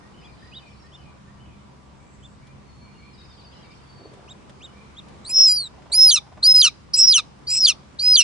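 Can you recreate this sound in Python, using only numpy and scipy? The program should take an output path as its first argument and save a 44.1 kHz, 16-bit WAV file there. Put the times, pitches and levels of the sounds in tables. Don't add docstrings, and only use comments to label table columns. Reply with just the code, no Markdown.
import sys
import numpy as np
from scipy import signal
from scipy.fft import rfft, irfft, next_fast_len
from scipy.io import wavfile
from scipy.ndimage import uniform_filter1d, map_coordinates

SR = 44100
rng = np.random.default_rng(int(sys.argv[2]) if len(sys.argv) > 2 else 0)


def pcm_store(signal):
    levels = np.round(np.clip(np.atleast_2d(signal), -1, 1) * 32767)
    wavfile.write(sys.argv[1], SR, levels.astype(np.int16).T)


N = 362943
TIME_S = np.arange(N) / SR

# (frequency [Hz], relative density [dB])
AIR_COLOUR = [(15, -55), (25, -22), (56, 1.5), (166, 0.5), (372, -8), (467, -10), (717, -12.5), (1020, -11),
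              (1780, -20), (2290, -20), (2530, -22.5), (4300, -26.5), (4880, -26.5), (8290, -33.5),
              (10400, -39), (13500, -68.5), (22000, -120)]
# (frequency [Hz], correlation [0-1])
AIR_COHERENCE = [(40, .2), (100, 0.48), (400, 0.13), (1200, 0), (2500, 0.14), (5000, 0.01), (10000, 0)]
# (time [s], gain [dB])
AIR_SWELL = [(0, 2), (1.0, 0.5), (2.2, -0.5), (3.6, 1.5), (4.4, 2.5), (5.3, 4), (6.302, 0), (7.4, 2),
             (8.23, 2)]
# (frequency [Hz], level [dB], factor on the swell [ratio])
MOTOR_LINES = [(68, -58.5, .2), (136, -59, .5), (204, -63, 1.1), (990, -72, .7), (1163, -72, .7),
               (1346, -75, .7)]
# (time [s], gain [dB])
MOTOR_SWELL = [(0, -1.5), (1.15, 4), (1.3, 8.5), (1.55, 5.5), (1.75, 2.5), (3.7, 2), (5.2, 3), (6.6, -7),
               (7.5, 1.5), (8.23, 2)]
# (centre [s], half width [s], level [dB])
RUSTLES = [(.65, 0.75, -85), (2.15, 0.26, -68.5), (3.8, 0.24, -80)]
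# (frequency [Hz], gain [dB])
RUSTLE_COLOUR = [(1500, -27), (4000, -62), (6000, 19), (8000, 21), (10000, -26)]
# (delay [s], length [s], first [Hz], middle [Hz], last [Hz], level re phrase [dB])
PHRASE_NOTES = [(0, 0.061, 1765, 1865, 1980, 1), (0.11, 0.095, 2860, 3027, 2860, 0),
                (0.176, 0.13, 2620, 2450, 2280, 0.5)]
# (time [s], level [dB])
PHRASES = [(0.019, -59.5), (0.416, -57.5), (0.832, -60.5), (1.269, -62)]
# (time [s], length [s], pitch [Hz], level [dB])
WHISTLES = [(.185, 0.12, 4910, -62), (.38, 0.22, 4870, -60), (2.603, 0.61, 4310, -65.5),
            (2.92, 0.076, 2870, -63.5), (3.17, .057, 3770, -58), (3.285, .053, 3670, -57),
            (3.478, .3, 4740, -68), (3.558, 0.066, 2890, -60), (3.869, 0.23, 4510, -57.5),
            (4.654, 0.051, 2950, -57.5)]
# (time [s], run length [s], period [s], chip length [s], pitch [Hz], level [dB])
TRILLS = [(.668, .3, .12, 0.094, 5340, -64.5), (3.13, .22, 0.055, 0.0292, 4950, -57),
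          (3.367, .1, .071, 0.044, 4710, -54)]
CHIP_FALL = (1.045, 1, 0.91)
# (length [s], first [Hz], middle [Hz], last [Hz])
UPSLUR_NOTE = (.13, 2240, 2320, 2430)
# (time [s], level [dB])
UPSLURS = [(1.98, -68), (2.407, -62), (2.8, -60), (2.982, -58), (3.628, -58.5), (4.715, -58)]
# (time [s], length [s], first [Hz], middle [Hz], last [Hz], level [dB])
HOOTS = [(5.87, .26, 817, 810.5, 896, -49.5), (6.17, .2, 816, 813, 820, -52.5)]
# (time [s], length [s], first [Hz], top [Hz], level [dB], octave re tone [dB])
CHEEPS = [(0.212, 0.065, 2060, 3440, -50.5, -20), (0.512, 0.089, 2390, 3850, -38, -35),
          (0.915, 0.055, 2940, 3620, -45, -19), (2.223, 0.048, 2990, 3580, -45, -16),
          (4.273, 0.061, 2370, 3810, -41.5, -8.5), (4.601, 0.071, 2250, 3786, -39, -12.5),
          (4.962, 0.043, 3150, 3750, -36.5, -20)]
# (frequency [Hz], gain [dB])
THROAT_COLOUR = [(900, -5), (1230, 5), (1480, -4.5), (2500, 2), (4000, 1), (5200, 2), (6500, 3.5),
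                 (8000, -1), (9200, 5.5), (10400, -2.5)]
# (frequency [Hz], gain [dB])
SCATTER_COLOUR = [(1000, -17), (2500, -4), (4000, 2), (5200, 1), (7000, -7), (10000, -4)]
# (centre [s], half width [s], level [dB])
TWITTER_BOUTS = [(.6, 0.39, -63), (3.55, 0.33, -58.5)]
# (time [s], level [dB])
CRUNCHES = [(2.468, -52), (4.135, -55), (4.494, -49.5), (5.083, -51), (5.381, -41)]
# (frequency [Hz], gain [dB])
CRUNCH_COLOUR = [(150, -16), (500, 5), (1500, -7), (3500, -6), (6000, -13.5), (10000, -15)]
# (time [s], level [dB])
SHUFFLES = [(3.99, -48.5), (4.04, -47), (4.113, -51.5), (4.168, -50.5), (4.224, -50)]
# (frequency [Hz], gain [dB])
SHUFFLE_COLOUR = [(150, -28), (280, -4), (380, 4), (680, -1), (900, -13), (2000, -48), (10000, -51)]
# (time [s], rise [s], fall [s], tail [s], first [Hz], top [Hz], before crack [Hz],
# after crack [Hz], rise bend [exponent], fall bend [exponent], top level [dB], swell to top [dB],
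# fade from top [dB], brightness [dB], rasp [0-1])
PEEPS = [(5.241, .16, 0.28, 0.024, 3540, 5374, 3620, 3600, 3.08, 2.09, -10.5, 32, 29.5, -0.5, 0.05),
         (5.914, 0.11, .077, .1, 3650, 5239, 4430, 3487, 3.6, 3.5, -9, 16.5, 4, 9, 0.03),
         (6.423, 0.086, .104, 0.093, 3873, 5183, 4820, 3426, 2.3, 4.9, -9.5, 6.5, 2, 1, 0.04),
         (6.932, 0.12, 0.073, 0.092, 4560, 5396, 4650, 3504, 3.8, 2.4, -11, 4, 2, -5.5, 0.06),
         (7.465, .14, 0.053, 0.074, 4444, 5310, 4554, 3690, 3.2, 2, -17, 12, -8, -7, 0.1),
         (7.985, 0.13, 0.043, .108, 3825, 5080, 4590, 3385, 3.8, 2.4, -11.5, 11, -2.5, -7.5, 0.08)]
# (pitch [Hz], level re tone [dB])
OCTAVE_BY_PITCH = [(2300, -8.5), (2950, 1.5), (3400, -9), (4000, -22), (4700, -21), (5100, -15.5),
                   (5250, -30), (5400, -48.5)]
# (time [s], length [s], 3/2 line [dB], 1/2 line re 3/2 line [dB], pitch sag [Hz], added rasp [0-1])
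DOUBLINGS = [(5.288, 0.036, -31, -12, 4.5, 0), (5.461, .078, -27.5, -22.5, 259.5, 0.04),
             (5.932, .022, -34.5, -8, 4, 0), (6.15, 0.045, -22, -18.5, 2.5, 0.02),
             (6.437, .045, -40, -17.5, 1.5, .08), (6.546, .048, -31, -21, 130, 0.04),
             (6.633, .062, -19, -17, -1.5, 0.04), (6.956, .066, -18, -25.5, 59, .03),
             (7.17, 0.039, -22, -14.5, 3, 0.07), (7.483, 0.12, -25, -18, 72, 0.11),
             (7.667, 0.066, -25.5, -20, -3, .12), (8, 0.13, -40.5, -7, 1, 0),
             (8.196, 0.031, -20.5, -20.5, -1, 0.17)]
# (time [s], length [s], first beat [Hz], last beat [Hz], strength re main side [ratio])
SYRINX_BEATS = [(5.526, 0.054, 297.4, 527, 0.4), (6.089, 0.042, 330, 610, 0.92),
                (6.928, 0.033, 545, 243, 0.96), (7.03, 0.043, 187.8, 232, 0.61),
                (7.065, 0.048, 243.7, 150, .4), (7.589, 0.038, 267, 137.7, 0.79),
                (7.982, .038, 647, 260, 0.52)]
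# (centre [s], half width [s], depth [dB])
FUNDAMENTAL_DIPS = [(5.291, 0.0068, 12), (5.306, 0.046, 8), (5.55, 0.014, 5.5), (5.968, .009, 6),
                    (6.147, 0.02, 13), (6.535, .007, 16), (6.972, 0.014, 14), (7.065, .007, 12),
                    (7.56, 0.012, 5.5), (7.596, 0.0071, 7.5), (7.665, 0.0022, 13.5), (8.027, 0.025, 6.5),
                    (8.098, 0.01, 2), (8.15, .005, 5)]
# (frequency [Hz], gain [dB])
TURBULENCE_COLOUR = [(1200, -41.5), (2600, -11), (4000, 6), (7000, 6), (10000, -4.5)]
# (time [s], length [s], period [s], level [dB])
FLAP_BURSTS = [(5.736, .34, .0403, -46.5), (6.213, .34, .052, -47.5)]
# (frequency [Hz], gain [dB])
FLAP_COLOUR = [(150, -20), (400, -8), (650, -2), (950, 0), (1300, -11), (3000, -23), (10000, -40)]


def gain_of(db):
    return 10 ** (np.asarray(db) / 20)


def unit_rms(x):
    return x / np.sqrt(np.mean(x ** 2) + 1e-20)


def curve_at(points, hz):
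    points_hz, values = np.transpose(points)
    return np.interp(np.log(hz + 1), np.log(points_hz + 1), values)


def add(mix, start_s, sound):
    part = mix[max(round(start_s * SR), 0):][:len(sound)]
    part += sound[:len(part)]


def coloured(x, colour):
    n = next_fast_len(x.shape[-1], True)
    response = gain_of(curve_at(colour, np.fft.rfftfreq(n, 1 / SR)))
    return irfft(rfft(x, n) * response, n)[..., :x.shape[-1]]


def wobble(size, cutoff_hz):
    n = next_fast_len(size, True)
    rolloff = 1 + (np.fft.rfftfreq(n, 1 / SR) / cutoff_hz) ** 4
    return unit_rms(irfft(rfft(rng.standard_normal(n)) / rolloff, n)[:size])


def bumps(t, rows):
    return sum(height * np.exp(-((t - s) / width_s) ** 2) for s, width_s, height in rows)


def scatter(x, t60_s):
    t = np.arange(SR // 2) / SR
    tail = rng.standard_normal((2, len(t))) * gain_of(-60 * t / t60_s) * (t > .002)
    return signal.fftconvolve(x[None], tail / np.linalg.norm(tail[0]), axes=1)[:, :N]


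def air(level_db=-48.5, patch_db=1.08):
    frames, hz = N // 512 + 5, np.fft.rfftfreq(2048, 1 / SR)
    a, b, c, d, patches = rng.standard_normal((5, frames, len(hz)))
    patches = unit_rms(uniform_filter1d(uniform_filter1d(patches, size=9, axis=0), size=24, axis=1))
    coherence = curve_at(AIR_COHERENCE, hz)
    left = a + 1j * b
    right = coherence * left + np.sqrt(1 - coherence ** 2) * (c + 1j * d)
    swell_db = np.interp(np.arange(frames) * 512 / SR, *np.transpose(AIR_SWELL))[:, None]
    above_rumble = np.interp(hz, [150, 400], [0, 1])
    shape_db = curve_at(AIR_COLOUR, hz) + patch_db * patches + swell_db * above_rumble
    spectra = np.array([left, right]) * gain_of(shape_db)
    _, noise = signal.istft(spectra.transpose(0, 2, 1), nperseg=2048, noverlap=1536)
    return gain_of(level_db) * unit_rms(noise[:, :N])


def motor(waver_hz=2, flutter=.37):
    out = np.zeros((2, N))
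    swell_db = np.interp(TIME_S, *np.transpose(MOTOR_SWELL))
    for hz, db, share in MOTOR_LINES:
        phase = 2 * np.pi * np.cumsum(hz + waver_hz * wobble(N, 7.5)) / SR
        envelope = gain_of(db + share * swell_db) * (1 + flutter * wobble(N, 9))
        out += envelope * np.sqrt(2) * np.sin(phase + rng.normal(0, .72, (2, 1)))
    return out


def gravel_rustle(grain_db=4, clump_db=3):
    grains = rng.standard_normal(N) * gain_of(grain_db * wobble(N, 500) + clump_db * wobble(N, 12))
    push = bumps(TIME_S, [(s, width_s, gain_of(db)) for s, width_s, db in RUSTLES])
    return scatter(push * unit_rms(coloured(grains, RUSTLE_COLOUR)), t60_s=.04)


def bird_notes(sag=.012):
    notes = [(s + delay_s, *shape, db + note_db)
             for s, db in PHRASES for delay_s, *shape, note_db in PHRASE_NOTES]
    notes += [(s, *UPSLUR_NOTE, db) for s, db in UPSLURS]
    notes += [(s, length_s, hz * (1 + sag), hz, hz * (1 - sag), db) for s, length_s, hz, db in WHISTLES]
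    for s, run_s, period_s, length_s, hz, db in TRILLS:
        chip_hz = hz * np.array(CHIP_FALL)
        notes += [(s + delay_s, length_s, *chip_hz, db) for delay_s in np.arange(0, run_s, period_s)]
    return notes + list(HOOTS)


def far_birds(direct_db=-3, wet_db=-3):
    song = np.zeros(N)
    for s, length_s, first_hz, middle_hz, last_hz, db in bird_notes():
        u = np.linspace(0, 1, int(length_s * SR))
        waver = np.interp(middle_hz, [800, 2000, 3000, 4500], [.008, .02, .016, .007])
        glide_hz = np.polyval(np.polyfit([0, .5, 1], [first_hz, middle_hz, last_hz], 2), u)
        hz = glide_hz * (1 + waver * wobble(len(u), 180))
        envelope = gain_of(db + 2.5 * wobble(len(u), 40)) * signal.windows.tukey(len(u), .4)
        add(song, s, np.sqrt(2) * envelope * np.sin(2 * np.pi * np.cumsum(hz) / SR))
    return gain_of(direct_db) * song + gain_of(wet_db) * scatter(song, t60_s=.44)


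def cheep(length_s, first_hz, top_hz, db, octave_db, crest=.68, drop=.17):
    u = np.linspace(0, 1, int(length_s * SR))
    rising_hz = first_hz + (top_hz - first_hz) * np.sin(np.pi / 2 * np.minimum(u / crest, 1)) ** 1.9
    falling_hz = top_hz * (1 - drop * ((u - crest) / (1 - crest)) ** 2)
    hz = np.where(u < crest, rising_hz, falling_hz) * (1 + .01 * wobble(len(u), 300))
    phase = 2 * np.pi * np.cumsum(hz) / SR
    envelope = np.interp(u, [0, .15, .45, .72, 1], [0, .33, .58, 1.3, 0])
    return gain_of(db) * envelope * (np.sin(phase) + gain_of(octave_db) * np.sin(2 * phase))


def direct_path(x, lag_ms=.032, right_db=1.0):
    lag_samples = (lag_ms + .007 * wobble(N, 14)) * SR / 1000
    side_db = right_db + 1.2 * wobble(N, 25)
    left = map_coordinates(x, [np.arange(N) - lag_samples], order=5, mode="nearest")
    return np.array([left * gain_of(-side_db / 2), x * gain_of(side_db / 2)])


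def chick(direct_db=-1.41, ground_db=-21, yard_db=-41):
    voice = np.zeros(N)
    for row in PEEPS:
        add(voice, row[0], peep(row))
    for s, *shape in CHEEPS:
        add(voice, s, cheep(*shape))
    voice = coloured(voice, THROAT_COLOUR)
    thrown = coloured(voice, SCATTER_COLOUR)
    return (gain_of(direct_db) * direct_path(voice)
            + gain_of(ground_db) * scatter(thrown, t60_s=.12)
            + gain_of(yard_db) * scatter(thrown, t60_s=.58))


def flock(count=1200, low_hz=2600, high_hz=5200, slide=.15, chirp_s=.013, floor_db=-83.5):
    chirps, u = np.zeros(N), np.linspace(0, 1, int(chirp_s * SR))
    for when, height, slope in rng.random((count, 3)):
        hz = (low_hz + (high_hz - low_hz) * height) * (1 + slide * (2 * slope - 1) * u)
        add(chirps, when * N / SR, np.sin(np.pi * u) * np.sin(2 * np.pi * np.cumsum(hz) / SR))
    bouts = bumps(TIME_S, [(s, width_s, gain_of(db)) for s, width_s, db in TWITTER_BOUTS])
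    return unit_rms(scatter(chirps, t60_s=.15)) * (gain_of(floor_db) + bouts)


def scuffs(rows, colour, decay_s, grain_db, wet_db):
    out, t = np.zeros(N), np.arange(SR // 12) / SR
    envelope = t / decay_s * np.exp(1 - t / decay_s)
    for s, db in rows:
        grains = rng.standard_normal(len(t)) * gain_of(grain_db * wobble(len(t), 600))
        add(out, s, gain_of(db) * unit_rms(coloured(grains, colour)) * envelope)
    return out + gain_of(wet_db) * scatter(out, t60_s=.04)


def peep_contour(start_s, rise_s, fall_s, tail_s, first_hz, top_hz, crack_hz, tail_hz,
                 rise_bend, fall_bend, top_db, swell_db, fade_db, bright_db, rasp):
    crack_s, surge_s, surge_db = .0078, .0038, 3
    tail_db, collapse_db, end_hz = -15.5, 40, 2220
    onset_rasp, strain_rasp, tail_rasp = .15, .13, .076
    octave_hold = .39
    cracks = tail_s > .04
    t = np.arange(0, rise_s + fall_s + cracks * tail_s, 1 / SR)
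    after_s = t - rise_s - fall_s
    early, late = np.clip(1 - t / rise_s, 0, 1), np.clip((t - rise_s) / fall_s, 0, 1)
    tail = np.clip(after_s / max(tail_s, crack_s), 0, 1)
    cracked = cracks * (1 - np.exp(-(np.maximum(after_s, 0) / crack_s) ** 1.5))
    intact = 1 - cracked
    arch_hz = top_hz + (first_hz - top_hz) * early ** rise_bend + (crack_hz - top_hz) * late ** fall_bend
    hz = intact * arch_hz + cracked * (tail_hz + (end_hz - tail_hz) * tail)
    slack_db = swell_db * early ** 1.7 + fade_db * late ** 2.06
    level_db = intact * (top_db - slack_db) + cracked * (tail_db - collapse_db * tail ** 3.81)
    level_db += cracks * bumps(after_s, [(0, surge_s, surge_db)])
    arch_rasp = rasp + onset_rasp * early ** 2 + cracks * strain_rasp * late ** 4
    rasp = intact * arch_rasp + cracked * tail_rasp
    octave_db = curve_at(OCTAVE_BY_PITCH, hz) + intact * (bright_db + octave_hold * slack_db)
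    return start_s + t, uniform_filter1d(hz, size=220, mode="nearest"), level_db, octave_db, rasp


def period_doubling(t, edge=.4):
    main, lowest, sag_hz, added_rasp = np.zeros((4, len(t)))
    for s, length_s, db, lowest_db, depth_hz, rasp in DOUBLINGS:
        spell = np.clip((1 - abs(2 * (t - s) / length_s - 1)) / edge, 0, 1) ** 2
        main += gain_of(db) * spell
        lowest += gain_of(db + lowest_db) * spell
        sag_hz += bumps(t, [(s + length_s / 2, length_s / 2, depth_hz)])
        added_rasp += rasp * spell
    return main, lowest, sag_hz, added_rasp


def second_membrane(t, flutter=.36):
    other = np.zeros(len(t), complex)
    for s, length_s, first_hz, last_hz, strength in SYRINX_BEATS:
        u = np.clip((t - s) / length_s, 0, 1)
        beat_hz = (first_hz + (last_hz - first_hz) * u) * (1 + flutter * wobble(len(t), 110))
        other += strength * np.sqrt(abs(np.sin(np.pi * u))) * np.exp(2j * np.pi * np.cumsum(beat_hz) / SR)
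    return (1 + other) / np.sqrt(1 + abs(other) ** 2)


def overtone_flicker(db):
    depth = np.interp(db, [-20, 0], [.35, .1])
    return gain_of(db) * (1 + depth * (wobble(len(db), 150) + 1j * wobble(len(db), 220)))


def peep(row, drift=.0015, jitter=.0035, crack_hz_per_s=300000, turbulence_db=-13,
         attack_s=.011, release_s=.006):
    t, hz, level_db, octave_db, rasp = peep_contour(*row)
    n = len(t)
    main, lowest, sag_hz, added_rasp = period_doubling(t)
    hz = hz - sag_hz
    chaos = np.minimum(np.gradient(hz, t), 0) / crack_hz_per_s
    rasp = np.hypot(rasp + added_rasp, chaos)
    hz = hz * (1 + drift * wobble(n, 30) + jitter * wobble(n, 120) + .09 * rasp * wobble(n, 650))
    phase = 2 * np.pi * np.cumsum(hz) / SR
    slip_rad = (.15 + 2 * rasp) * wobble(n, 340)
    tone = np.exp(1j * phase) * second_membrane(t) * gain_of(-bumps(t, FUNDAMENTAL_DIPS))
    for multiple, db in [(2, octave_db), (3, octave_db - 11)]:
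        tone += overtone_flicker(db) * np.exp(1j * multiple * phase)
    half_lines = [(.5, lowest), (1.5, main), (2.5, main * gain_of(-14)), (3.5, main * gain_of(-23))]
    for multiple, gain in half_lines:
        flicker = 1 + .38 * wobble(n, 150)
        tone += gain / gain_of(level_db) * flicker * np.exp(1j * (multiple * phase + slip_rad))
    shake = 1 + .77 * rasp * wobble(n, 700)
    turbulence = gain_of(turbulence_db + 3 * wobble(n, 90)) * rasp
    turbulence *= unit_rms(coloured(rng.standard_normal(n), TURBULENCE_COLOUR))
    shimmer_db = .6 * wobble(n, 160) + .02 * wobble(n, 35)
    gate = np.minimum((t - t[0]) / attack_s, 1) ** 2 * np.minimum((t[-1] - t) / release_s, 1)
    return (np.sqrt(2) * tone.real * shake + turbulence) * gain_of(level_db + shimmer_db) * gate


def wing_flaps(edge_db=-7):
    beats = [(s + delay_s, db + edge_db * (2 * delay_s / length_s - 1) ** 2)
             for s, length_s, period_s, db in FLAP_BURSTS for delay_s in np.arange(0, length_s, period_s)]
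    return scuffs(beats, FLAP_COLOUR, decay_s=.007, grain_db=3, wet_db=-5)


def scene():
    flaps = wing_flaps()
    crunches = scuffs(CRUNCHES, CRUNCH_COLOUR, decay_s=.0024, grain_db=5.5, wet_db=1.5)
    shuffles = scuffs(SHUFFLES, SHUFFLE_COLOUR, decay_s=.014, grain_db=7, wet_db=-23)
    front = chick() + flaps + crunches + shuffles + gravel_rustle()
    return front + far_birds() + flock() + motor() + air()


def record(dry):
    knee, headroom, cutoff_hz = .62, .2, 10640
    clean = np.clip(dry, -knee, knee)
    rounded = clean + headroom * np.tanh((dry - clean) / headroom)
    lowpass = signal.firwin(161, cutoff_hz, window=("kaiser", 8), fs=SR)
    return signal.oaconvolve(rounded, lowpass[None], "same")


dry = scene()
out = record(dry)
pcm_store(out)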